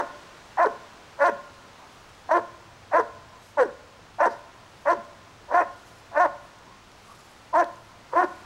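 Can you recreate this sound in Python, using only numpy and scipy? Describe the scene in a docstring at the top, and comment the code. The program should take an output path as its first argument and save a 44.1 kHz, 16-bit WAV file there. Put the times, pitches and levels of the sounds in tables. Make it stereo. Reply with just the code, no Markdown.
"""On a grass field between sheds, a large dog barks twelve times some metres from a two-port microphone.
Each bark is a stack of vocal-fold partials through jaw, chest, mouth and muzzle resonances, with breath noise.
Sinking notes close the barks; soft puffs are filtered noise. Walls and sheds return echoes and a diffuse tail.
Clicks of noise tick, cloth and grass rustle as swelling hiss, and traffic washes far off.
Below lie steady low air, a far drone and a thin electronic whine."""
import sys
import numpy as np
from scipy import signal
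from scipy.fft import rfft, irfft, next_fast_len
from scipy.io import wavfile
from scipy.ndimage import uniform_filter1d, minimum_filter1d

SR = 44100
rng = np.random.default_rng(int(sys.argv[2]) if len(sys.argv) > 2 else 0)


def log_audio(samples):
    """Write samples as a 16-bit WAV file to the path given in sys.argv[1]."""
    # one column per channel
    frames = np.atleast_2d(samples).T
    # limit to full scale, then quantise
    limited = np.clip(frames, -1, 1)
    pcm = np.round(limited * 32767).astype(np.int16)
    wavfile.write(sys.argv[1], SR, pcm)


N = 372644  # length in samples
LEAD = SR // 5  # samples ahead of time zero: the first bark begins there


def gain_of(db):
    """Turns decibels into an amplitude factor."""
    return 10 ** (np.asarray(db) / 20)


def evened(x):
    """Scales a sound to an rms of one, over all its channels together."""
    return x / np.sqrt(np.mean(x ** 2) + 1e-20)


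def read(points, hz):
    """Reads a curve of (Hz, value) points along a logarithmic frequency axis."""
    point_hz, value = np.transpose(points)
    return np.interp(np.log(hz + 1), np.log(point_hz + 1), value)


def curve(rows, t):
    """Draws straight lines in time through each column that follows the seconds."""
    seconds, *columns = np.transpose(rows)
    return [np.interp(t, seconds, column) for column in columns]


def add(mix, start_s, sound):
    """Lays a sound into the mix at its start time, cut at the end of the mix."""
    part = mix[round(start_s * SR):][:len(sound)]
    part += sound[:len(part)]


def resonate(x, hz, width_hz):
    """Shifts the curve hz down to zero, smooths twice, and shifts back: a steep resonance."""
    turn = np.exp(2j * np.pi * np.cumsum(hz * np.ones(len(x))) / SR)
    decay = np.exp(-np.pi * width_hz / SR)
    once = signal.lfilter([1 - decay], [1, -decay], x / turn + 1e-18)
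    twice = signal.lfilter([1 - decay], [1, -decay], once)
    return 2 * (turn * twice).real


def wobble(length, hz):
    """Low-passes noise at hz, so that it mostly changes more slowly than that."""
    settle = 999  # samples dropped while the filter starts up
    noise = rng.standard_normal(length + settle)
    return evened(signal.lfilter(*signal.butter(2, hz, fs=SR), noise)[settle:])


def hiss(colour_db, patchy_db):
    """Two-channel noise from random short-time spectra; faint patches drift over the colour."""
    # Each row: frequency in Hz, likeness of the left and right port from 0 to 1.
    likeness = [(30, .98), (60, .97), (125, .83), (500, .82), (1500, .73), (4000, .83), (9000, .77),
                (11500, .93), (13500, .99)]
    frames, hz = N // 256 + 5, np.fft.rfftfreq(1024, 1 / SR)
    left_re, left_im, other_re, other_im, patches = rng.standard_normal((frames, 513, 5)).T
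    patches = uniform_filter1d(patches, size=12, axis=0)  # across frequency
    patches = evened(uniform_filter1d(patches, size=14, axis=1))  # along time
    same = np.clip(read(likeness, hz), -1, 1)[:, None]
    left = left_re + 1j * left_im
    right = same * left + np.sqrt(1 - same ** 2) * (other_re + 1j * other_im)
    spectra = np.array([left, right])
    spectra *= gain_of(read(colour_db, hz)[:, None] + patchy_db * patches)
    return evened(signal.istft(spectra, nperseg=1024, noverlap=768)[1][:, :N])


def dog():
    """Barks, closing gulps and soft puffs reach the ports directly and by way of the field."""
    # One list a bark. Each row: time in seconds, effort in dB, pitch in Hz, jaw resonance in Hz.
    bark_curves = [
        [(-0.085, -34, 288, 583), (-0.065, -11.5, 285.7, 568.4), (-0.045, -18.5, 347.4, 688),
         (-0.017, -16, 356, 678), (-0.01, -19, 233.3, 470), (0.003, -23.5, 226, 438), (0.015, -19, 214, 424)],
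        [(0.57, -33, 348, 700), (0.586, -20.5, 400.6, 806), (0.591, -19, 315, 659), (0.61, -15, 345.7, 649),
         (0.635, -17, 352.2, 702), (0.648, -18.5, 319, 584), (0.66, -21, 232.4, 437), (0.672, -17.5, 212, 426),
         (0.682, -56.5, 210, 420)],
        [(1.178, -50, 283.4, 640), (1.2, -27, 280.6, 600), (1.225, -13.5, 289.4, 596), (1.236, -18, 281, 574),
         (1.244, -18, 351, 705), (1.275, -17.5, 352.7, 707), (1.29, -20.5, 315.7, 516.7),
         (1.306, -27.5, 295, 400)],
        [(2.286, -47, 247.4, 633), (2.295, -25, 248, 706), (2.305, -30.5, 266.7, 709.3),
         (2.312, -15, 304.6, 650), (2.33, -18.5, 327.3, 628), (2.352, -18, 355.5, 610),
         (2.372, -16.5, 340.8, 538), (2.39, -25.5, 333, 480), (2.402, -33, 332, 430)],
        [(2.91, -39, 323.5, 616), (2.93, -26.5, 408.2, 786), (2.936, -19.5, 290.5, 639),
         (2.955, -14.5, 324, 559), (2.97, -15, 345.8, 664), (2.992, -18.5, 338.4, 487),
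         (3.003, -16.5, 247.7, 441), (3.022, -33, 229, 410)],
        [(3.567, -50, 300, 628), (3.575, -24.5, 295.8, 620), (3.592, -17, 286.2, 632),
         (3.606, -15.5, 260.2, 533), (3.634, -17, 232.4, 481), (3.642, -32, 206, 447), (3.665, -29, 187, 366)],
        [(4.181, -38.5, 298.6, 609), (4.199, -27, 429.3, 860), (4.204, -17.5, 295, 650),
         (4.218, -17, 296.3, 599), (4.228, -18, 345, 724), (4.256, -17.5, 347.7, 721), (4.263, -17, 233.7, 466),
         (4.276, -19.5, 234, 455), (4.288, -36, 210, 417)],
        [(4.848, -60, 284, 593), (4.858, -28, 285.7, 606), (4.882, -17, 287.6, 606), (4.89, -18.5, 341, 655),
         (4.91, -15.5, 351.5, 666), (4.932, -20.5, 334, 465), (4.942, -32.5, 342, 423), (4.968, -40, 315, 335)],
        [(5.478, -46, 240.7, 570), (5.505, -37, 240.5, 622), (5.518, -24, 259.8, 624), (5.535, -29, 293.6, 618),
         (5.543, -15.5, 336, 624), (5.58, -17.5, 363.6, 722), (5.6, -18, 350, 702), (5.622, -21.5, 308.3, 530),
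         (5.644, -40, 274, 584)],
        [(6.108, -47, 292.8, 686), (6.14, -38.5, 279.3, 693), (6.158, -27.5, 289.7, 702),
         (6.178, -16, 299.4, 628), (6.193, -20.5, 317, 626), (6.203, -15.5, 357.4, 733),
         (6.222, -18.5, 362.4, 736), (6.242, -19, 347.4, 690), (6.262, -18, 290.5, 538), (6.286, -51, 246, 500)],
        [(7.524, -45, 334, 485), (7.538, -22.5, 340.6, 706), (7.55, -18, 294.4, 688), (7.575, -16.5, 341, 653),
         (7.605, -17, 352, 717), (7.628, -21.5, 319.3, 528), (7.642, -37, 310, 630)],
        [(8.112, -58, 244.3, 595), (8.129, -36, 238.4, 584), (8.136, -24.5, 249, 530), (8.15, -29, 283, 545),
         (8.162, -19, 334.4, 630), (8.18, -15, 350, 647), (8.195, -16, 365.5, 700), (8.213, -22, 370.4, 694),
         (8.235, -21, 348, 640), (8.248, -22, 330, 540), (8.26, -49.5, 318, 606)],
    ]
    # Each row, one a bark: starting roughness at full effort from 0 to 1, mouth resonance in dB at start
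    # and at end, muzzle brightness in dB at start and at end (mouth and muzzle for a jaw at rest, muzzle
    # at full effort), chest resonance in dB at the end, rasp of air in dB halfway at full effort,
    # closing tone in dB, gulp in dB.
    bark_timbres = [(0.12, 1.5, 4, -2, -3.5, 0.5, 7, -4, -41.5),
                    (0.2, -2, 7.5, -8, -4.5, -13, -1, -0.5, -42.5),
                    (0.07, -0.5, 3.5, -3, -3.5, -6.5, 4, -13, -43),
                    (0.09, -4, 4, -10.5, -8, -6.5, 2, -9.5, -47),
                    (0.16, -8, 12.5, -8.5, -4, -13, 0.5, 1.5, -50),
                    (.08, 2.5, -11, -9, -10.5, 1.5, 4, -6, -43.5),
                    (0.18, -4.5, 3.5, -9.5, -3, -8.5, 3.5, 0, -41),
                    (.12, -0.5, 5.5, -5, -8, -4.5, 3.5, -12.5, -43),
                    (0.18, -3.5, -3, -13, -5, -12.5, 1.5, -11, -50),
                    (0.06, -6.5, 2.5, -5.5, -8.5, -10, 1, -16, -55),
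                    (0.12, 2, -2, -18.5, -3.5, -1.5, 3.5, -11, -53),
                    (0.14, 6, -0.5, -4.5, -8, 5.5, 2, -20, -53)]
    mix, lead_s = np.zeros(next_fast_len(N + LEAD)), LEAD / SR
    for rows, (*timbre, gulp_db) in zip(bark_curves, bark_timbres):
        start_s, end_s = rows[0][0], rows[-1][0]
        add(mix, start_s + lead_s, bark(rows, *timbre))
        add(mix, end_s - .012 + lead_s, gulp(gulp_db))
    soft_puffs(mix)
    return (ports(mix) + field(mix))[:, LEAD:LEAD + N]


def bark(rows, rough, mouth_db, mouth_end_db, bright_db, bright_end_db, chest_db, rasp_db, tone_db):
    """Vocal-fold partials, shaken by chance as roughness grows, pass jaw, chest, mouth and muzzle."""
    # A broad and a sharp part of the jaw resonance. Each row: smoothing width in Hz, level in dB.
    jaw_parts = [(278, -4.5), (108.5, -3.5)]
    # Muzzle resonances. Each row: frequency in Hz, smoothing width in Hz, relative level in dB.
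    muzzle_modes = [(1468, 332, -2), (1802, 300, -4.5), (2026, 550, -17.5), (2540, 620, -26.5)]
    # Air past the teeth. Each row: frequency in Hz, smoothing width in Hz, relative level in dB.
    breath_bands = [(3130, 1670, -43), (4380, 2440, -39), (5770, 1700, -41), (7550, 2000, -47),
                    (9700, 3900, -49.5)]
    jaw_rest_hz, shut_hz = 658, 151  # shut_hz: sink below rest at which the closing tone is full
    t = np.arange(rows[0][0], rows[-1][0], 1 / SR)
    effort_db, hz, jaw_hz = curve(rows, t)
    done = np.linspace(0, 1, len(t))
    weak_db = np.maximum(-16 - effort_db, 0)  # how far below full effort
    open_hz = jaw_hz - jaw_rest_hz

    # weak and tiring folds vibrate unevenly
    rough = np.clip(rough + .018 * weak_db + .22 * done ** 4.0, 0, 1)
    # a wide jaw rings brighter; a weak push dulls the muzzle
    mouth_db = mouth_db + (mouth_end_db - mouth_db) * done + .03 * open_hz
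    bright_db = bright_db + (bright_end_db - bright_db) * done + .02 * open_hz - 0.35 * weak_db
    # chest and rasp grow through each bark
    chest_db = chest_db - 21.5 * (1 - done)
    rasp_db = rasp_db - 8.5 * (.5 - done)

    turns = np.cumsum(hz * (1 + 0.054 * rough * wobble(len(t), 91))) / SR
    shared, drive = wobble(len(t), 210), 0
    for k in range(1, 10):
        shake = 0.23 * shared + 1.39 * wobble(len(t), 206)  # uneven cycles fill the gaps between the lines
        spread = 0.348 * k * k  # a drawn-out closing of the folds staggers the partials
        broken = np.clip(rough * (0.72 + 0.089 * k), 0, .98)  # high partials break up first
        strength = np.sqrt(1 - broken ** 2) + 1.84 * broken * shake
        drive = drive + strength * np.cos(2 * np.pi * k * turns - spread)

    voice = sum(gain_of(db) * resonate(drive, jaw_hz, width) for width, db in jaw_parts)
    voice -= gain_of(chest_db) * resonate(drive, hz=317.3, width_hz=67)
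    mouth_hz = 1000 + 0.11 * open_hz  # sinks as the jaw closes
    voice -= gain_of(mouth_db) * resonate(drive, mouth_hz, width_hz=238)
    muzzle = 0
    for k, (mode_hz, width, db) in enumerate(muzzle_modes):
        muzzle = muzzle + (-1) ** k * gain_of(db) * resonate(drive, mode_hz, width)
    voice += gain_of(bright_db) * muzzle

    # the jaw sings a tone of its own as it sinks
    shut = done * np.clip(-open_hz / shut_hz, 0, 1) ** 2
    tone_turns = np.cumsum(jaw_hz * (1 + 0.021 * wobble(len(t), 60))) / SR
    voice += gain_of(tone_db) * shut * np.sin(2 * np.pi * tone_turns)
    # the head is too small to send out bass
    voice = signal.sosfilt(signal.butter(4, 270, "high", fs=SR, output="sos"), voice)
    # level the voice, so that effort alone sets its loudness
    power = uniform_filter1d(uniform_filter1d(voice ** 2, size=500), size=500)
    voice /= np.sqrt(power + 1e-9)

    puffs = (0.36 + np.exp(-(turns % 1) / 0.18)) * rng.standard_normal(len(t))  # air escapes once a cycle
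    air = 0
    for band_hz, width, db in breath_bands:
        flutter_db = 3.16 * wobble(len(t), 34)
        air = air + gain_of(db + flutter_db) * evened(resonate(puffs, band_hz, width))
    air = signal.lfilter(*signal.butter(2, 11500, fs=SR), air)
    air *= gain_of(rasp_db - 0.17 * weak_db)  # turbulence grows faster than the voice
    return (voice + air) * gain_of(effort_db) * signal.windows.tukey(len(t), .1)


def gulp(db):
    """A short low note that sinks as the throat shuts."""
    from_hz, to_hz, length_s = 309.5, 202, 0.0552  # pitches before the chance shift
    hz = np.linspace(from_hz, to_hz, round(length_s * SR)) * rng.uniform(0.91, 1.113)
    note = np.sin(2 * np.pi * np.cumsum(hz) / SR)
    return gain_of(db + 3.2 * wobble(len(hz), 40)) * note * np.hanning(len(hz))


def soft_puffs(mix):
    """Soft pants, and one faint high burst, perhaps a collar chain: noise through one slowly rising resonance."""
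    # Each row: middle in seconds, level in dB before the swell, nominal pitch in Hz, length in seconds,
    # smoothing width in Hz.
    puff_rows = [(1.836, -51.5, 890, 0.21, 406), (4.319, -55.5, 4800, 0.098, 2200),
                 (6.706, -50, 1020, 0.14, 110), (7.115, -50.5, 1110, .14, 260)]
    rising = np.linspace(.95, 1.2, SR // 4)
    for middle_s, db, hz, length_s, width in puff_rows:
        noise = evened(resonate(rng.standard_normal(SR // 4), hz * rising, width))
        puff = noise[:round(length_s * SR)]
        add(mix, middle_s - length_s / 2 + LEAD / SR, gain_of(db) * puff * np.hanning(len(puff)))


def ports(x):
    """The two microphone ports hear the dog with a small difference in level and phase."""
    # Each row: frequency in Hz, left minus right level in dB.
    lean_db = [(200, -1), (400, -2.5), (700, 1.5), (1200, 0), (3000, 0.3), (9000, 1)]
    # Each row: frequency in Hz, lead of the left port in radians.
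    lead_rad = [(200, 0.38), (520, 0.51), (1200, 0.035), (2000, 0.31), (4000, 0.15)]
    hz = np.fft.rfftfreq(len(x), 1 / SR)
    half = gain_of(read(lean_db, hz) / 2) * np.exp(.5j * read(lead_rad, hz))
    return irfft(rfft(x) * np.array([half, 1 / half]), len(x))


def field(x):
    """Wall echoes, duller than the voice, and a diffuse tail whose bands die at their own speeds."""
    # Wall echoes before dulling. Each row: delay in seconds, left level in dB, right level in dB.
    wall_echoes = [(.0054, -23.5, -19), (.0138, -14, -13.5), (.027, -22.5, -15), (.066, -23, -20),
                   (0.095, -31, -22.5), (.125, -33.5, -39.5), (.37, -44, -39.5)]
    # Diffuse tail. Each row: frequency in Hz, time in seconds to fall by 60 dB.
    decay_times = [(250, 1.83), (600, 0.84), (1100, 1.29), (1800, 1.2), (3000, 1.5), (8000, 0.99)]
    # Resonances that ring at fixed pitches in the late echoes. 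Each row: frequency in Hz, smoothing width in
    # Hz, level in dB.
    ring_modes = [(574, 65, 1), (1060, 40, -8), (1444, 190, -3)]
    taps = np.zeros((2, SR))
    at = np.arange(900, SR - 20, 20) + rng.integers(0, 20, (2, (SR - 901) // 20))
    np.put_along_axis(taps, at, rng.choice([-1., 1.], at.shape), 1)
    taps[1] = 0.96 * taps[0] + 0.94 * taps[1]  # the ports share part of the tail
    hz, t, spectra = signal.stft(taps, SR, nperseg=256)
    fall_db = -60 * t / read(decay_times, hz)[:, None]
    response = signal.istft(spectra * gain_of(fall_db), SR, nperseg=256)[1][:, :SR]
    response *= gain_of(-23.5) / np.linalg.norm(response[0])  # tail level before walls, ringing and dulling
    for delay_s, *db in wall_echoes:
        response[:, round(delay_s * SR)] += gain_of(db)
    late = response * (np.arange(SR) > .02 * SR)
    for mode_hz, width, db in ring_modes:
        response += gain_of(db) * np.array([resonate(side, mode_hz, width) for side in late])
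    response = signal.lfilter(*signal.butter(1, 3500, fs=SR), response)
    return signal.fftconvolve(x[None], response, axes=1)[:, :len(x)]


def ticks():
    """Small hard contacts: a few milliseconds of bright noise."""
    # Each row: start in seconds, peak in dB, frequency in Hz.
    tick_rows = [(0.66, -33, 4250), (4.5294, -52, 4030), (5.0494, -49, 5280), (5.6394, -49, 5180),
                 (6.5884, -45, 5880), (6.9174, -44, 4000), (7.06, -50, 6240), (7.1494, -46, 6100),
                 (7.5554, -40, 4160), (7.643, -33, 4160), (7.7577, -44, 6070)]
    x, t = np.zeros(N), np.arange(300) / SR
    for start_s, db, hz in tick_rows:
        burst = rng.standard_normal(300) * np.exp(-t / 0.0012)
        snap = resonate(burst, hz, width_hz=3500)
        add(x, start_s, gain_of(db) * snap / abs(snap).max())
    return x


def rustling(t):
    """Each movement of cloth or feet swells and fades over a faint steady rustle."""
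    # Cloth and grass. Each row: middle in seconds, level in dB, length in seconds.
    movements = [(1.955, -73, 1), (3.464, -63.5, 0.23), (4.3, -71, .4), (4.8, -70, 0.38),
                 (5.897, -64, 0.46), (6.447, -70, 0.2), (7.207, -65, 0.77), (7.797, -71, 0.6),
                 (8.3, -66.5, 0.64)]
    # Each row: frequency in Hz, relative level in dB.
    rustle_colour = [(2000, 4), (5000, 14), (9000, 10.5), (12000, 6.5), (16000, -12)]
    level = gain_of(-79)  # the steady rustle
    for middle_s, db, length_s in movements:
        swell = np.cos(np.pi * np.clip((t - middle_s) / length_s, -.5, .5)) ** 2
        level = level + gain_of(db) * swell
    return level * gain_of(2.1 * wobble(N, 40)) * hiss(rustle_colour, patchy_db=2)


def traffic(t):
    """Far traffic: a broad wash of coloured noise whose level drifts."""
    # Each row: time in seconds, level of the wash in dB.
    wash_level = [(0.0, -47.5), (0.73, -49), (3.7, -52), (5.6, -51), (6.66, -51.5), (7.48, -51),
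                  (7.88, -52), (8.45, -49.5)]
    # Each row: frequency in Hz, relative level in dB per Hz.
    wash_colour = [(20, -45.5), (60, -23), (110, -14.5), (200, -3), (400, -3.5), (650, -2), (1050, -1),
                   (2000, -7.5), (4000, -12.5), (6300, -16.5), (8000, -21.5), (10000, -28), (13000, -34.5),
                   (16400, -38.5)]
    return gain_of(curve(wash_level, t)[0]) * hiss(wash_colour, patchy_db=0.42)


def low_air():
    """Steady low air: noise that thins out quickly above the bass."""
    # Each row: frequency in Hz, relative level in dB per Hz.
    low_colour = [(20, -14), (45, -4.5), (68, 0.5), (130, -5), (220, -9), (500, -39.5), (900, -85)]
    return gain_of(-59) * hiss(low_colour, patchy_db=0.55)


def far_drone(t):
    """A far drone: nearly flat noise narrowed to a low hum, coming and going."""
    # Each row: time in seconds, level in dB.
    drone_level = [(0.0, -69), (0.8, -75), (2.2, -62), (3.4, -56), (3.8, -65), (6.1, -62.5), (6.6, -78),
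                   (8.0, -62), (8.45, -68)]
    noise = hiss([(20, 0.0037), (400, 0)], patchy_db=0)
    hum = np.array([resonate(side, hz=107, width_hz=28) for side in noise])
    return gain_of(curve(drone_level, t)[0]) * evened(hum)


def electronic_whine(t):
    """Camera electronics: a thin, very high sine with a slight flutter in level."""
    hz, rms_db = 15625, -89  # level before the flutter
    return gain_of(rms_db + 1.5 * wobble(N, 30)) * evened(np.sin(2 * np.pi * hz * t))


def scene():
    """Sums the dog, the small sounds near the microphone and the far background."""
    t = np.arange(N) / SR
    near = dog() + ticks() + rustling(t)
    background = traffic(t) + low_air() + far_drone(t) + electronic_whine(t)
    return near + background


def record(dry):
    """A quick limiter turns both channels down around the highest peaks; then the band limit."""
    ceiling, edge_hz = .385, 16500  # ceiling: the highest peak the limiter aims for
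    allowed = np.minimum(1, ceiling / (abs(dry).max(axis=0) + 1e-9))
    held = uniform_filter1d(minimum_filter1d(allowed, size=301), size=301)
    low_pass = signal.firwin(511, edge_hz, window=("kaiser", 9), fs=SR)
    return signal.oaconvolve(dry * held, low_pass[None], "same")


dry = scene()
out = record(dry)
log_audio(out)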